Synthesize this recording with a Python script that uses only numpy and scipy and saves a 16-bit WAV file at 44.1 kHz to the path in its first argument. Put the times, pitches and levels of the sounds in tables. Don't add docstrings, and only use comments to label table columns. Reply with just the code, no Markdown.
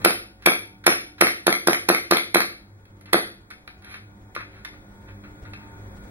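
import sys
import numpy as np
from scipy import signal
from scipy.fft import rfft, irfft
from scipy.io import wavfile

SR = 44100
rng = np.random.default_rng(int(sys.argv[2]) if len(sys.argv) > 2 else 0)


def to_linear_factor(level_db):
    exponent = np.asarray(level_db, float) / 20
    return 10 ** exponent


def wav_record(signal):
    frames = np.transpose(np.atleast_2d(signal))
    bounded = np.clip(frames, -1, 1)
    quanta = np.round(bounded * 32767).astype(np.int16)
    wavfile.write(sys.argv[1], SR, quanta)


N = 269010
BURST_PEAK_S = .05


def at_hz(points, hz):
    points = np.array(points)
    return np.interp(np.log(hz + 1), np.log(points[:, 0]), points[:, 1])


def rms_one(x):
    return x / np.sqrt(np.mean(x ** 2) + 1e-20)


def coloured(x, spectrum):
    gain = to_linear_factor(at_hz(spectrum, np.fft.rfftfreq(8192, 1 / SR)))
    cepstrum = irfft(np.log(gain))
    cepstrum[1:4096] *= 2
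    cepstrum[4097:] = 0
    response = irfft(np.exp(rfft(cepstrum)))[:4096]
    return signal.fftconvolve(x, response)[:len(x)]


def resonance(x, hz, width_hz):
    r = np.exp(-np.pi * width_hz / SR)
    zeros = np.array([1, 0, -1]) * (1 - r * r) / 2
    poles = [1, -2 * r * np.cos(2 * np.pi * hz / SR), r * r]
    return signal.lfilter(zeros, poles, x)


def narrow(x, hz, width_hz):
    return rms_one(resonance(resonance(x, hz, width_hz), hz, width_hz))


def lagged(x, lag_s):
    lag = np.exp(-1 / (lag_s * SR))
    return signal.lfilter([1 - lag], [1, -lag], x)


def sine(hz, t):
    return np.sin(2 * np.pi * hz * t)


def add(out, s, sound):
    at = int(s * SR)
    piece = sound[max(-at, 0):N - at]
    start = max(at, 0)
    out[start:start + len(piece)] += piece


def burst(rise_s, fall_s):
    t = np.arange(8820) / SR - BURST_PEAK_S
    shape = np.exp(np.where(t < 0, t / max(rise_s, 1e-4), -t / max(fall_s, 1e-4)))
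    return shape * rng.standard_normal(len(t))


def background_db(t):
    resting_db, ducked_db, recovery_db_per_s = -41, -56, 4
    db = np.full(N, float(resting_db))
    for s, *_ in SHOTS:
        recovering = ducked_db + recovery_db_per_s * (t - s)
        db = np.where(t < s, db, np.minimum(resting_db, recovering))
    return resting_db + lagged(db - resting_db, lag_s=.04)


# (frequency [Hz], level [dB], width [Hz])
HUM_LINES = [(53.3, -6.5, 5), (100.3, 0, 7.6), (200.6, -5, 13), (299.8, -6.5, 3.1), (340.9, -15.5, 17),
             (389, -14, 6.9), (540, -17.5, 2.2), (748, -16, 2), (902, -14.5, 6.4), (1445, -16, 6.6)]
# (frequency [Hz], density [dB per Hz])
AIR_SHARED = [(15, -44), (25, -6.5), (100, 2), (300, -6.5), (1800, -18.5), (2500, -22), (2850, -50),
              (3300, -34.5), (5400, -37.5), (7000, -60.5), (12000, -42.5), (15500, -45.5), (16200, -72.5)]
# (frequency [Hz], density [dB per Hz])
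AIR_APART = [(15, -63), (25, -6), (190, -9), (714, -14.5), (860, -10), (1230, -11.5), (1500, -9),
             (2350, -14.5), (2840, -43), (3250, -17), (4870, -29), (7000, -27), (10500, -27), (16000, -25)]


def background():
    white = rng.standard_normal((4, N))
    t = np.arange(N) / SR
    hum = sum(to_linear_factor(db) * narrow(white[2], hz, width_hz) for hz, db, width_hz in HUM_LINES)
    hum = hum + to_linear_factor(-5) * sine(100, t) + to_linear_factor(-12) * sine(200, t) + to_linear_factor(-10) * sine(300, t)
    whine = to_linear_factor(-12) * sine(15735, t)
    gusts = to_linear_factor(4.5 * rms_one(resonance(white[3], hz=3, width_hz=5)))
    rumble = gusts * rms_one(resonance(white[3, ::-1], hz=45, width_hz=40))
    fan = narrow(white[1, ::-1], hz=1450, width_hz=3.9)
    air_shared = rms_one(coloured(white[0], AIR_SHARED))
    air_apart = rms_one(coloured(white[1], AIR_APART))
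    both = to_linear_factor(-1.5) * hum + to_linear_factor(-4) * air_shared + to_linear_factor(-8) * rumble + whine
    apart = to_linear_factor(-14) * fan + to_linear_factor(-34) * hum + to_linear_factor(-5.5) * air_apart + to_linear_factor(-17) * whine
    return np.array([both, apart]) * to_linear_factor(background_db(t))


# (time [s], level [dB], centre [Hz], swell [s])
RUBS_HEARD = [(0.02, -36.5, 2700, 0.0047), (0.442, -46, 2460, 0.018), (3.088, -49, 2000, 0.016),
              (3.869, -45.5, 2700, .04), (3.912, -44, 8900, 0.0097), (3.918, -37.5, 4230, 0.026),
              (3.961, -43.5, 2170, 0.0089), (4.409, -35, 1935, 0.0096), (4.562, -49, 2470, 0.04),
              (4.739, -50, 2000, 0.011), (5.089, -44.5, 1966, 0.01), (5.5, -56, 7000, 0.025),
              (5.62, -54.5, 990, 0.07)]
# (time [s], level [dB], centre [Hz], fall [s])
TICKS_HEARD = [(0.423, -38, 3960, 0.0079), (.840, -34.5, 3040, .016), (1.182, -40, 3150, 0.035),
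               (2.854, -43.5, 4040, 0.0043), (3.011, -38, 6220, 0.0051), (3.058, -37.5, 3970, 0.0076),
               (3.504, -31.5, 5130, 0.011), (3.511, -35, 2145, 0.0047), (3.677, -27, 2360, 0.0032),
               (3.823, -39.5, 5050, .002), (3.846, -33, 5900, 0.0054), (3.942, -31.5, 2524, 0.009),
               (4.35, -27, 3950, 0.0082), (4.364, -21.5, 630, 0.0023), (4.371, -36, 1740, 0.011),
               (4.649, -23.5, 5000, 0.005), (4.65, -30, 2250, 0.007), (5.238, -45, 1725, 0.021),
               (5.452, -41, 2150, 0.012), (5.535, -31, 2610, 0.0054)]


def handling():
    out = np.zeros(N)
    contacts = [(s, db, hz, .0007, fall_s, 1.7) for s, db, hz, fall_s in TICKS_HEARD]
    contacts += [(s, db, hz, swell_s, 1.4 * swell_s, 2.2) for s, db, hz, swell_s in RUBS_HEARD]
    for s, db, hz, rise_s, fall_s, octaves in contacts:
        edges = np.clip(hz * 2 ** (np.array([-.5, .5]) * octaves), 50, 20000)
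        bandpass = signal.butter(1, edges, "band", fs=SR, output="sos")
        noise = signal.sosfilt(bandpass, burst(rise_s, fall_s))
        evened = noise * np.sqrt(SR / 2 / (edges[1] - edges[0])) / 3
        add(out, s - BURST_PEAK_S, to_linear_factor(db) * evened)
    return out


def pop(hz, width_hz):
    t = np.arange(900) / SR
    return -sine(hz, t) * np.exp(-np.pi * width_hz * t)


def strike(out, s, db, rise_s, fall_s):
    add(out, s - BURST_PEAK_S, to_linear_factor(db) * burst(rise_s, fall_s))


# (frequency [Hz], level [dB], 60 dB decay [s])
SLIDE_RING = [(1190, -9, .05), (1357, -12, .05), (2110, 5, .008), (2150, -9, .06), (2290, -10, .05),
              (3600, -3, .01), (10600, 4, .008)]


def slide_ring(slam_db):
    t = np.arange(9000) / SR
    ring = np.zeros(len(t))
    for hz, db, t60 in SLIDE_RING:
        luck = rng.normal(0, 1.5)
        ring += to_linear_factor(slam_db - 20 + db + luck - 60 * t / t60) * sine(hz, t)
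    return ring


# (time [s], blast level [dB], rear stop level [dB], slide slam level [dB])
SHOTS = [
    (.048, -0.5, -42, -18.5),
    (.461, 0, -14.5, -17),
    (.866, 1, -19.5, -17.5),
    (1.211, 0.5, -20.5, -13.5),
    (1.468, -6, -35, -10.5),
    (1.673, -5.5, -14, -9.5),
    (1.889, -2, -19, -11.5),
    (2.111, -3.5, -12, -11.5),
    (2.346, -4.5, -10, -10.5),
    (3.132, -3, -34.5, -88.5),
]
# (frequency [Hz], level [dB])
GAS_JET = [(200, -14), (1000, -9.5), (2000, -5.5), (4000, 0.5), (7000, -1.5), (16000, -2.5)]


def pistol(stance):
    slam_s, bounce_s = .0585, .0155
    jet, out = np.zeros((2, N))
    for s, blast_db, stop_db, slam_db in SHOTS[stance::3]:
        strike(jet, s - .0035, blast_db - 22, rise_s=.0005, fall_s=.003)
        hiss = np.diff(burst(rise_s=.0005, fall_s=.002))
        add(jet, s - BURST_PEAK_S - .0012, to_linear_factor(blast_db - 9) * hiss)
        strike(jet, s + .00099, blast_db + 1.5, rise_s=.0008, fall_s=.0026)
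        muzzle = pop(hz=377, width_hz=390) + .63 * pop(hz=840, width_hz=230)
        add(out, s - .0003, to_linear_factor(-11.5) * muzzle)
        wall = pop(hz=702, width_hz=330) + .6 * pop(hz=1250, width_hz=700)
        add(out, s + .0116, to_linear_factor(-3.5) * wall)
        strike(jet, s + .0235, stop_db, rise_s=.002, fall_s=.003)
        strike(jet, s + slam_s + .0008, slam_db + 5, rise_s=.0009, fall_s=.0011)
        strike(jet, s + slam_s + bounce_s, slam_db - 11, rise_s=.001, fall_s=.003)
        ring = slide_ring(slam_db)
        add(out, s + slam_s, ring)
        add(out, s + slam_s + bounce_s, .9 * ring)
    return out + coloured(jet, GAS_JET)


# (frequency [Hz], 60 dB decay [s])
ROOM_DECAY = [(100, 0.17), (260, 0.52), (700, 0.2), (1840, .36), (4850, 0.42), (12800, 0.32)]


def room(white, onset_s):
    t = np.arange(SR // 2) / SR
    fresh = rng.standard_normal(white.shape)
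    out = 0
    for k, hz in enumerate(60 * 2. ** np.arange(9)):
        edges = [hz / np.sqrt(2), min(hz * np.sqrt(2), 21000)]
        bandpass = signal.butter(2, edges, "band", fs=SR, output="sos")
        noise = white if k < 5 else fresh
        out = out + signal.sosfilt(bandpass, noise[k % 2]) * to_linear_factor(-60 * t / at_hz(ROOM_DECAY, hz))
    out = out * (1 - np.exp(-(t / onset_s) ** 2))
    return out / np.sqrt(np.sum(out ** 2))


def notched(x):
    x = x - .9 * resonance(x, hz=2870, width_hz=330)
    return x - .6 * resonance(x, hz=5000, width_hz=200)


# (delay [s], level [dB])
NEAR_WALLS = [(.0122, -14), (.0245, -18), (.036, -21)]


def at_ports(sources, colour, level_db, wet_db, onset_s):
    white = rng.standard_normal((2, SR // 2))
    direct = sum(sources)
    heard = direct.copy()
    scatter = rng.standard_normal((len(NEAR_WALLS), 60)) / np.sqrt(60)
    scatter = signal.lfilter([.6], [1, -.6], scatter)
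    for (s, db), taps in zip(NEAR_WALLS, scatter):
        add(heard, s, to_linear_factor(db) * np.convolve(direct, taps)[:N])
    for source in sources:
        heard = heard + to_linear_factor(wet_db) * signal.fftconvolve(source, room(white, onset_s))[:N]
    return to_linear_factor(level_db) * notched(coloured(heard, colour))


# (frequency [Hz], width [Hz], share [ratio])
LOW_MODES = [(202.2, 13, 0.9), (257, 120, -0.68), (325, 83, 0.45), (441.6, 76, -0.56), (528, 22, 0.48),
             (667.4, 5.5, -0.031), (852.7, 14, 0.15)]


def standing_waves(x):
    return x + sum(np.clip(share, -1, 2) * resonance(x, hz, width_hz) for hz, width_hz, share in LOW_MODES)


# (frequency [Hz], level [dB])
SUM_COLOUR = [(65, -39), (110, -16.5), (325, 0.5), (376, -2), (463, 1.5), (536, -8), (717, -2), (848, -9.5),
              (1230, 2), (2210, -1), (2840, -10), (4200, -12), (7250, -38), (10500, -20), (16000, -39.5)]
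# (frequency [Hz], level [dB])
DIFFERENCE_COLOUR = [(262, -28), (450, -15.5), (900, -16), (1340, 3), (2190, 3), (2650, 1.5), (3200, -8.5),
                     (4200, -8), (5500, -12), (7570, -31.5), (10500, -5.5), (11900, -7), (14200, -23.5),
                     (16000, -39.5)]


def scene():
    sources = [pistol(stance=0), pistol(stance=1) + handling(), pistol(stance=2)]
    both, apart = background()
    both = both + standing_waves(at_ports(sources, SUM_COLOUR, level_db=10, wet_db=-6, onset_s=.0012))
    apart = apart - at_ports(sources, DIFFERENCE_COLOUR, level_db=9.5, wet_db=-1.62, onset_s=.003)
    return np.array([both + apart, both - apart])


# (frequency [Hz], level [dB])
RIGHT_CAPSULE = [(60, 0.5), (700, 1.5), (1300, -3.5), (4400, -1), (7500, 4.5), (10500, 2.5), (13000, -2)]


def unequal_capsules(pair):
    return np.array([pair[0], coloured(pair[1], RIGHT_CAPSULE)])


def limiter(pair, knee_db, share, release_db_per_s):
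    level_db = 20 * np.log10(np.max(np.abs(pair), axis=0) + 1e-9)
    ramp = release_db_per_s * np.arange(N) / SR
    held_db = np.maximum.accumulate(share * (level_db - knee_db) + ramp) - ramp
    cut_db = np.maximum(held_db, 0)
    return pair * to_linear_factor(-lagged(cut_db, lag_s=.011))


def patchy_treble(pair, sum_db, difference_db, quiet_db):
    hz, _, spec = signal.stft([pair[0] + pair[1], pair[0] - pair[1]], SR, "cosine", 2048)
    edges = np.searchsorted(hz, np.geomspace(2500, 17000, 30))
    frame = np.sum(np.abs(spec[:, 46:]) ** 2, axis=(0, 1))
    attack = frame > 5 * np.roll(frame, 1)
    frame = frame * np.minimum(frame * to_linear_factor(-2 * quiet_db), 1) ** .15
    bar = frame * to_linear_factor(-2 * np.array([[sum_db], [difference_db]]))
    for low, high in zip(edges, edges[1:]):
        power = np.mean(np.abs(spec[:, low:high]) ** 2, axis=1)
        luck = to_linear_factor(rng.normal(0, 1, bar.shape) * [[5.5], [3.]])
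        kept = (power > bar * luck) | attack
        spec[:, low:high] *= kept[:, None]
    both, apart = signal.istft(spec, SR, "cosine", 2048)[1][:, :N] / 2
    return np.array([both + apart, both - apart])


def roll_off(x):
    return signal.sosfilt(signal.butter(12, 16450, fs=SR, output="sos"), x)


def record(dry):
    pair = limiter(unequal_capsules(dry), knee_db=-5.5, share=.25, release_db_per_s=90)
    ceiling = .9
    pair = ceiling * np.tanh(pair / ceiling)
    top_cut = signal.cheby2(12, 60, 16500, fs=SR, output="sos")
    pair = signal.sosfilt(top_cut, pair)
    mix = patchy_treble(pair, sum_db=41, difference_db=49, quiet_db=-31)
    return roll_off(mix)


dry = scene()
out = record(dry)
wav_record(out)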